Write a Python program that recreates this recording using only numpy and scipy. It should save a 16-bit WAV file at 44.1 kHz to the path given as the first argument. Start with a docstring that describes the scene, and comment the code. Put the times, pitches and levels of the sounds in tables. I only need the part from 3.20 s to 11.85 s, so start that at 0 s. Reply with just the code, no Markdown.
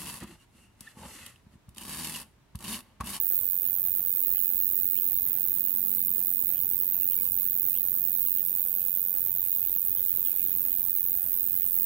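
"""In a meadow, a bush cricket sings without pause on a grass blade, close by and to the right.
Its wings close about ninety times a second. Each closing drags a row of tiny teeth (the file)
over a scraper, and the wing rings near 15 kHz. The grass scatters the song into a hiss.
Farther off are light wind, a droning engine, chirping birds and a twittering flock.
Twice, dry blades of grass touch with a faint tick."""
import sys
import numpy as np
from scipy import signal
from scipy.fft import rfft, irfft, next_fast_len
from scipy.io import wavfile
from scipy.ndimage import uniform_filter1d, map_coordinates

SR = 44100
rng = np.random.default_rng(int(sys.argv[2]) if len(sys.argv) > 2 else 0)


def output_pcm(signal):
    """Save a mono or channel-first signal as 16-bit PCM at the path in sys.argv[1].

    Samples are clipped to [-1, 1] before scaling.
    """
    pcm = np.clip(np.atleast_2d(signal).T, -1, 1) * 32767
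    wavfile.write(sys.argv[1], SR, np.round(pcm).astype(np.int16))


N = 381465
TIME = np.arange(N) / SR

# Levels in the tables are relative: each sound's function sets how loud it ends up.
# the pace of the wings, sinking slightly: time_s, strokes_per_s
WING_PACE = [(0, 90.52), (.3, 90.99), (.6, 90.72), (1.7, 90.61), (2.3, 90.3), (2.6, 90.66), (3, 90.3),
             (3.6, 90.55), (4.2, 90.34), (4.8, 90.23), (5.3, 89.99), (6.2, 90.05), (7.1, 89.95),
             (7.5, 89.84), (8.65, 89.79)]
# how hard the cricket sings: time_s, effort_db
SONG_EFFORT = [(0.0, -29), (0.19, -27), (0.21, -31), (0.24, -29.5), (0.72, -28.5), (0.84, -31),
               (0.86, -28.5), (0.94, -29), (1.06, -27), (1.56, -28), (1.64, -28), (2.55, -29), (3.68, -29),
               (3.73, -29), (3.9, -27), (3.93, -28), (4.04, -29.5), (4.12, -29.5), (4.19, -27), (4.36, -30),
               (4.41, -27), (4.46, -29), (5.2, -27.5), (5.25, -30), (7.47, -29), (7.88, -28), (8.09, -31),
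               (8.12, -28.5), (8.53, -28.5), (8.63, -25.5), (8.65, -28)]
# a long, a short and a slipped stroke: delay_ms, attack_ms, hold_ms, release_ms, tooth_hz, level_db
STROKE_KINDS = [(-.76, .3, .54, .68, 15340, 0), (-.5, .44, .26, .45, 14800, .5),
                (.95, .35, .2, .4, 14250, -4)]
# moments when the file slips and barely catches: time_s
SLIP_TIMES = [.203, .224, .818, 2.431, 3.238, 3.371, 6.986, 7.142, 7.153, 8.055]
# light scrapes as the wings open, and faint repeats shortly after each stroke, as if thrown back by nearby
# leaves: time_from_bite_ms, half_length_ms, level_db
STROKE_LUMPS = [(-3.5, .25, -25), (-1.5, .17, -16.5), (-1, .16, -16), (1.65, .25, -22), (2.5, 0.47, -26)]
# how well the thin wing gives off each pitch: pitch_hz, gain_db
WING_TONE = [(2000, -42), (5000, -24), (7000, -18), (8500, -8.5), (9200, -12), (9700, 1.5), (10400, 0.5),
             (12150, 6), (12550, 1), (13050, 9.5), (13850, 5), (14300, 0.5), (15450, 2.5), (15900, 4)]
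# how much the left side is shaded from the cricket: pitch_hz, gain_db
LEFT_SHADE = [(5000, -2), (8500, -5), (10000, -9), (12000, -12), (13400, -15.5), (14200, -14),
              (14800, -12.5), (15300, -14.5)]
# the song as it comes back from the grass, left and right: pitch_hz, level_db
GRASS_TONE_LEFT = [(3000, -64), (5500, -56), (7000, -17.5), (8200, -14.5), (8550, -2.5), (9000, -19),
                   (9800, -6), (10400, -7.5), (12400, -11), (14000, -16), (14600, -6), (15400, -9),
                   (16000, -4.5)]
GRASS_TONE_RIGHT = [(3000, -55), (5500, -35), (7000, -20.5), (8500, -13), (9200, -5.5), (9750, -2.5),
                    (10500, -5.5), (12100, 0.5), (12600, -13), (13100, 5.5), (13800, -1), (15300, 5.5),
                    (16000, -16)]
# the top of the hiss flares up on the left: middle_s, half_length_s, level_db
HISS_FLARES = [(0.142, .07, -8), (6.35, 0.042, -4)]
# the hiss swells or sinks briefly: middle_s, lift_db
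HISS_SWELLS = [(.14, 2), (.45, -1), (1.6, 0.5), (1.92, -4), (2.55, 1.5), (2.76, 2.8), (4.5, 2.2),
               (5.02, 1.5), (5.32, 2.5), (5.9, -2.5), (6.15, -3), (6.7, 1.5), (6.87, 1.5), (7.15, 2),
               (7.8, -1.5), (8.35, -1.5), (8.56, 2)]
# the tone of the open air: pitch_hz, level_db
WIND_TONE = [(20, -15), (35, -4), (58, 1), (85, 0), (125, -5.5), (250, -8), (450, -11), (700, -15),
             (1100, -16), (2000, -22), (3000, -20.5), (4000, -19.5), (5000, -24.5), (9000, -20)]
# gusts of the breeze: middle_s, half_length_s, lift_db
WIND_GUSTS = [(1.15, 0.4, 0.7), (2, 0.42, 1), (2.755, 0.053, 2.5), (4.2, 0.88, 0.86), (6.95, 0.32, 1.5),
              (8.4, 0.86, 0.8)]
# the tones that make up the drone: multiple_of_cycle_rate, level_db
ENGINE_HARMONICS = [(4, 2), (6, 1), (7, -18), (8, 4.5), (9, 0.5), (10, 6.5), (11, -5.5), (12, .5), (13, -2),
                    (14, -4), (15, -10.5), (16, -4.5), (18, -5), (20, -6)]
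# the air carries one band of the drone: middle_s, half_length_s, pitch_hz, lift_db
ENGINE_SWELLS = [(1.6, 0.45, 269, 7), (2.65, 0.95, 278, 5.5), (2.75, 0.31, 240, 3), (2.85, 0.94, 188, 8),
                 (4.4, 0.92, 247, 3), (4.9, 1.05, 201, 8), (5.9, 0.83, 392, 10.5), (6.5, 1.1, 167, 12),
                 (6.955, 0.5, 416, 16), (7.297, .36, 322, 17), (7.498, 0.25, 250.5, 14),
                 (8.264, 0.48, 258, 14)]
# the nearest bird's rising chirps: start_s, length_s, from_hz, to_hz, level_db
BIRD_CHIRPS = [(.432, 0.049, 2430, 3000, -62), (1.148, 0.052, 2400, 3000, -56),
               (1.746, 0.053, 2316, 3020, -53.5), (2.461, 0.053, 2640, 3100, -63),
               (3.332, 0.061, 2260, 3000, -56.5), (3.897, 0.048, 2460, 3030, -56),
               (4.055, 0.042, 2280, 2830, -62), (4.533, 0.053, 2500, 3050, -54),
               (5.155, .05, 2490, 2990, -62), (5.586, .05, 2400, 3000, -60), (7.045, 0.03, 2890, 3350, -54),
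               (7.499, 0.062, 2610, 3120, -64), (8.401, .05, 2250, 2970, -59)]
# clearer whistles of other birds: start_s, length_s, from_hz, to_hz, level_db
BIRD_WHISTLES = [(3.74, 0.042, 2720, 2680, -62), (3.8, 0.044, 2680, 2710, -57.5),
                 (3.975, 0.037, 2380, 2330, -57.5), (4.245, .035, 2700, 2710, -67.5),
                 (4.95, 0.046, 3830, 3760, -63), (5.044, .055, 3420, 2700, -63),
                 (6.755, 0.055, 3080, 3130, -63), (6.78, .03, 3350, 3480, -60),
                 (6.87, .06, 3000, 3280, -60.5)]
# bouts of twitter from the far flock: start_s, length_s, middle_hz, level_db
FLOCK_BOUTS = [(1.936, 0.3, 3420, -62.5), (2.458, 0.091, 3750, -62.5), (5.171, 0.23, 3550, -62),
               (5.6, 0.13, 3000, -62), (6.202, 0.32, 3260, -60.5), (6.722, 0.33, 3200, -63.5),
               (7.042, .28, 3346, -57.5), (7.348, 0.23, 2950, -62.5), (8.306, 0.17, 3500, -66)]
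# dry ticks in the grass: start_s, level_db
GRASS_TICKS = [(5.618, -47), (7.695, -49)]


def undb(db):
    """Turn decibels into a number to multiply by."""
    return 10 ** (np.asarray(db) / 20)


def unit(x):
    """Scale a signal to an average strength (rms) of one."""
    return x / np.sqrt(np.mean(x ** 2))


def bell(x, centre, half_width):
    """A smooth hump of height one."""
    return np.exp(-((x - centre) / half_width) ** 2)


def curve(points):
    """Join rows of time_s, value with straight lines."""
    return np.interp(TIME, *np.transpose(points))


def wander(turns_per_s):
    """A smooth random drift, mostly between -1 and 1."""
    steps = rng.standard_normal(8192)
    return map_coordinates(steps, [TIME * turns_per_s], order=2, mode="mirror")


def gain_at(tone, hz):
    """Look up the gain at each pitch in rows of pitch_hz, level_db."""
    pitches, db = np.transpose(tone)
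    return undb(np.interp(np.log(hz + 1), np.log(pitches), db))


def shape(x, gain):
    """Filter a signal: multiply each pitch in it by gain(hz)."""
    size = next_fast_len(N + 4096)
    return irfft(rfft(x, size) * gain(np.fft.rfftfreq(size, 1 / SR)), size)[..., :N]


def colour(x, tone):
    """Filter a signal by rows of pitch_hz, level_db."""
    return shape(x, lambda f: gain_at(tone, f))


def noise_band(hz, width_hz, channels=1):
    """Noise around one pitch, unrelated in each channel."""
    noise = rng.standard_normal((channels, N))
    return unit(shape(noise, lambda f: np.exp(-2 * ((f - hz) / width_hz) ** 2)))


def stroke_force(ms, attack_ms, hold_ms, release_ms, brush_db=-25, brush_half_ms=3.2):
    """The file bites at ms = 0, holds and lets go; light scrapes lead in, faint repeats follow as from nearby
    leaves, and a light brush surrounds it."""
    bite = np.sin(np.pi / 2 * np.clip(ms / attack_ms, 0, 1)) ** 2
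    release = np.exp(-(np.maximum(ms - attack_ms - hold_ms, 0) / release_ms) ** 1.5)
    scrapes = sum(undb(db) * bell(ms, at, half_ms) for at, half_ms, db in STROKE_LUMPS)
    return bite * release + scrapes + undb(brush_db) * bell(ms, 0, brush_half_ms)


def wings(first_stroke_s=.00265, jitter_ms=.17, detune_hz=35, waver_hz=130, rasp_db=-12.5):
    """Each stroke plucks the wing tooth by tooth: by chance long and high, or short and lower."""
    pace, effort_db = curve(WING_PACE), curve(SONG_EFFORT)
    cycle = np.cumsum(pace) / SR - first_stroke_s * pace[0]
    stroke = np.round(cycle).astype(int)  # which stroke each sample belongs to
    late, luck, hard, sharp, grit_db = rng.standard_normal((1024, 5)).T  # one draw per stroke
    effort = np.interp(np.arange(len(luck)), cycle, effort_db - effort_db.mean())
    luck = luck - .25 * np.roll(luck, 1)  # a long stroke makes a short one likelier next
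    long, short, slipped = range(3)
    kind = np.where(luck + .7 * effort > .05, long, short)  # effort favours long strokes
    kind[stroke[np.searchsorted(TIME, SLIP_TIMES)]] = slipped
    delay_ms, attack_ms, hold_ms, release_ms, tooth_hz, db = np.array(STROKE_KINDS)[kind[stroke]].T
    ms_from_bite = (cycle - stroke) / pace * 1000 - delay_ms - jitter_ms * late[stroke]
    force = stroke_force(ms_from_bite, attack_ms, hold_ms, release_ms)
    tooth_hz = tooth_hz * np.maximum(force, .02) ** .018  # teeth pass faster under more force
    tooth_hz = tooth_hz + detune_hz * sharp[stroke] + waver_hz * noise_band(0, 2920)[0]
    force = force * undb(db + (.3 * hard + .26 * effort)[stroke])  # effort also presses harder
    ring = force * np.sin(2 * np.pi * np.cumsum(tooth_hz) / SR)
    # uneven teeth add a broad rasp
    rasp = force ** .69 * undb(grit_db)[stroke] * rng.standard_normal(N)
    return unit(colour(unit(ring) + undb(rasp_db) * unit(rasp), WING_TONE))


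def shaded_left(song, lag_s=9e-6, leaf_s=.001315, leaf_db=-8):
    """The song reaches the left side shaded and a little late, and a leaf throws it back there."""
    def gain(hz):
        lag = np.exp(-2j * np.pi * hz * lag_s)
        leaf_echo = undb(leaf_db) * np.exp(-2j * np.pi * hz * leaf_s)
        return gain_at(LEFT_SHADE, hz) * lag * (1 + leaf_echo)
    return shape(song, gain)


def grass_hiss(left_db=-12, right_db=-7.2, flutter_db=1.61, sway_db=.52):
    """Moving grass scatters the song into a fluttering hiss, made here from noise."""
    left = undb(left_db) * unit(colour(rng.standard_normal(N), GRASS_TONE_LEFT))
    flares = sum(undb(db) * bell(TIME, at, half_s) for at, half_s, db in HISS_FLARES)
    left = left + flares * noise_band(hz=15000, width_hz=900)[0]
    right = undb(right_db) * unit(colour(rng.standard_normal(N), GRASS_TONE_RIGHT))
    swell_db = sum(db * bell(TIME, at, half_width=.06) for at, db in HISS_SWELLS)
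    return np.array([left, right]) * undb(swell_db + flutter_db * wander(55) + sway_db * wander(8))


def cricket(gain_db=-28.5, direct_db=5.4):
    """The song straight from the wings, louder on the right, plus its hiss from the grass."""
    direct = undb(direct_db) * wings()
    return undb(gain_db) * (np.array([shaded_left(direct), direct]) + grass_hiss())


def outdoor_noise(apart_hz=1040, least_side=.32):
    """Noise whose bass is much alike left and right, and whose treble is unrelated."""
    mid, side = rng.standard_normal((2, N))
    side = shape(side, lambda f: np.minimum(np.hypot(least_side, f / apart_hz), 1))
    return np.array([mid + side, mid - side])


def wind(rumble_db=-50.5, rustle_db=-51, split_hz=130, gust_db=1.6, sway_db=.55, flicker_db=1.7):
    """Light wind: an uneven rumble under a soft rustle. Apart from the wind, narrow bands of the treble flicker
    on their own."""
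    noise = colour(outdoor_noise(), WIND_TONE)
    bass = shape(noise, lambda f: 1 / (1 + (f / split_hz) ** 4))
    breeze_db = sum(db * bell(TIME, at, half_s) for at, half_s, db in WIND_GUSTS)
    rumble = bass * undb(rumble_db + breeze_db + gust_db * wander(7.4))
    cells = signal.stft(noise - bass, nperseg=1024)[2]  # the rest, as a grid of pitch by time
    flicker = rng.standard_normal(cells.shape[1:])
    flicker = uniform_filter1d(flicker, size=5, axis=0)  # smooth across pitch
    flicker = unit(uniform_filter1d(flicker, size=4, axis=1))  # and across time
    treble = signal.istft(cells * undb(flicker_db * flicker))[1][:, :N]
    rustle = treble * undb(rustle_db + breeze_db + sway_db * wander(21))
    return (rumble + rustle) / np.std(noise)


def engine(cycle_hz=24.07, drift=.001404, gain_db=-71, fade_db_per_s=1.77, fade_from_s=2.93):
    """A far engine at steady speed; moving air favours now one band of its drone, now another."""
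    waver_db, side_db, swell_octaves = 1.0, -4, .2
    level_db = gain_db - fade_db_per_s * np.abs(TIME - fade_from_s)  # quieter before and after
    swells = [(hz, db * bell(TIME, at, half_s)) for at, half_s, hz, db in ENGINE_SWELLS]
    cycle_phase = 2 * np.pi * np.cumsum(cycle_hz * (1 + drift * wander(3.04))) / SR
    mid = side = 0
    for multiple, db in ENGINE_HARMONICS:
        pitch_hz = multiple * cycle_hz
        lift_db = sum(lift * bell(np.log2(pitch_hz / hz), 0, swell_octaves) for hz, lift in swells)
        strength = np.sqrt(2) * undb(level_db + db + lift_db + waver_db * wander(1.874))
        phase = multiple * cycle_phase + .5 * wander(7)
        mid = mid + strength * np.sin(phase + rng.uniform(0, 2 * np.pi))
        # adding TIME to the phase moves each tone slowly between left and right
        side = side + strength * undb(side_db) * np.sin(phase + rng.uniform(0, 2 * np.pi) + TIME)
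    return np.array([mid + side, mid - side])


def bird_notes(rows, hoarse_hz, glide_share=.6):
    """Each note glides, then levels off; its pitch trembles, most in mid-note, so it sounds hoarse."""
    calls = np.zeros(N)
    tremble_hz = hoarse_hz * noise_band(0, 700)[0]
    for start, length, from_hz, to_hz, db in rows:
        span = np.arange(*np.searchsorted(TIME, [start, start + length]))
        progress = (TIME[span] - start) / length
        arch = np.sqrt(np.abs(np.sin(np.pi * progress)))
        glide = np.sin(np.pi / 2 * np.minimum(progress / glide_share, 1)) ** 2
        hz = from_hz + (to_hz - from_hz) * glide + tremble_hz[span] * arch
        calls[span] += np.sqrt(2) * undb(db) * arch * np.sin(2 * np.pi * np.cumsum(hz) / SR)
    return calls


def meadow_echo(x, fade_s):
    """A blurred echo from the meadow's edge, unrelated left and right, falling 60 dB in fade_s."""
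    tail = rng.standard_normal((2, SR // 2)) * undb(-60 * TIME[:SR // 2] / fade_s)
    return signal.fftconvolve(x[None], tail / np.linalg.norm(tail[0]))[:, :N]


def birds(direct_db=-.9, echo_db=-5):
    """Hoarse rising chirps and a few clearer whistles, with a faint echo."""
    calls = bird_notes(BIRD_CHIRPS, hoarse_hz=255) + bird_notes(BIRD_WHISTLES, hoarse_hz=85)
    return undb(direct_db) * calls + undb(echo_db) * meadow_echo(calls, fade_s=.21)


def flock(note_count=11, note_s=.05, spread_octaves=.14, glide_octaves=.13, direct_db=-7, echo_db=-1):
    """Far birds twitter: each bout is a scatter of short, faint notes, blurred by their echo."""
    rows = []
    for start, length, middle_hz, db in FLOCK_BOUTS:
        times = start + length * (np.arange(note_count) + rng.random(note_count)) / note_count
        note_db = db - 10 * np.log10(note_count * note_s / length)  # the notes share the bout's power
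        for at, (pitch, glide) in zip(times, rng.standard_normal((note_count, 2))):
            hz = middle_hz * 2 ** (spread_octaves * pitch)
            rows.append((at, note_s, hz, hz * 2 ** (glide_octaves * glide), note_db))
    twitter = bird_notes(rows, hoarse_hz=330)
    return undb(direct_db) * twitter + undb(echo_db) * meadow_echo(twitter, fade_s=.1)


def grass_ticks(decay_s=.0041):
    """Dry blades touch: each tick is a tiny burst of noise that dies at once."""
    bursts = sum(undb(db) * (TIME >= at) * np.exp(-np.abs(TIME - at) / decay_s)
                 for at, db in GRASS_TICKS)
    return bursts * noise_band(hz=3950, width_hz=1300, channels=2)


def scene():
    """The cricket in front of its meadow."""
    return cricket() + wind() + engine() + birds() + flock() + grass_ticks()


def record(dry):
    """Cut off the very highest treble steeply."""
    top_hz, edge_hz = 15830, 150
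    return shape(dry, lambda f: np.clip((top_hz - f) / edge_hz + .5, 0, 1))


dry = scene()
out = record(dry)
output_pcm(out)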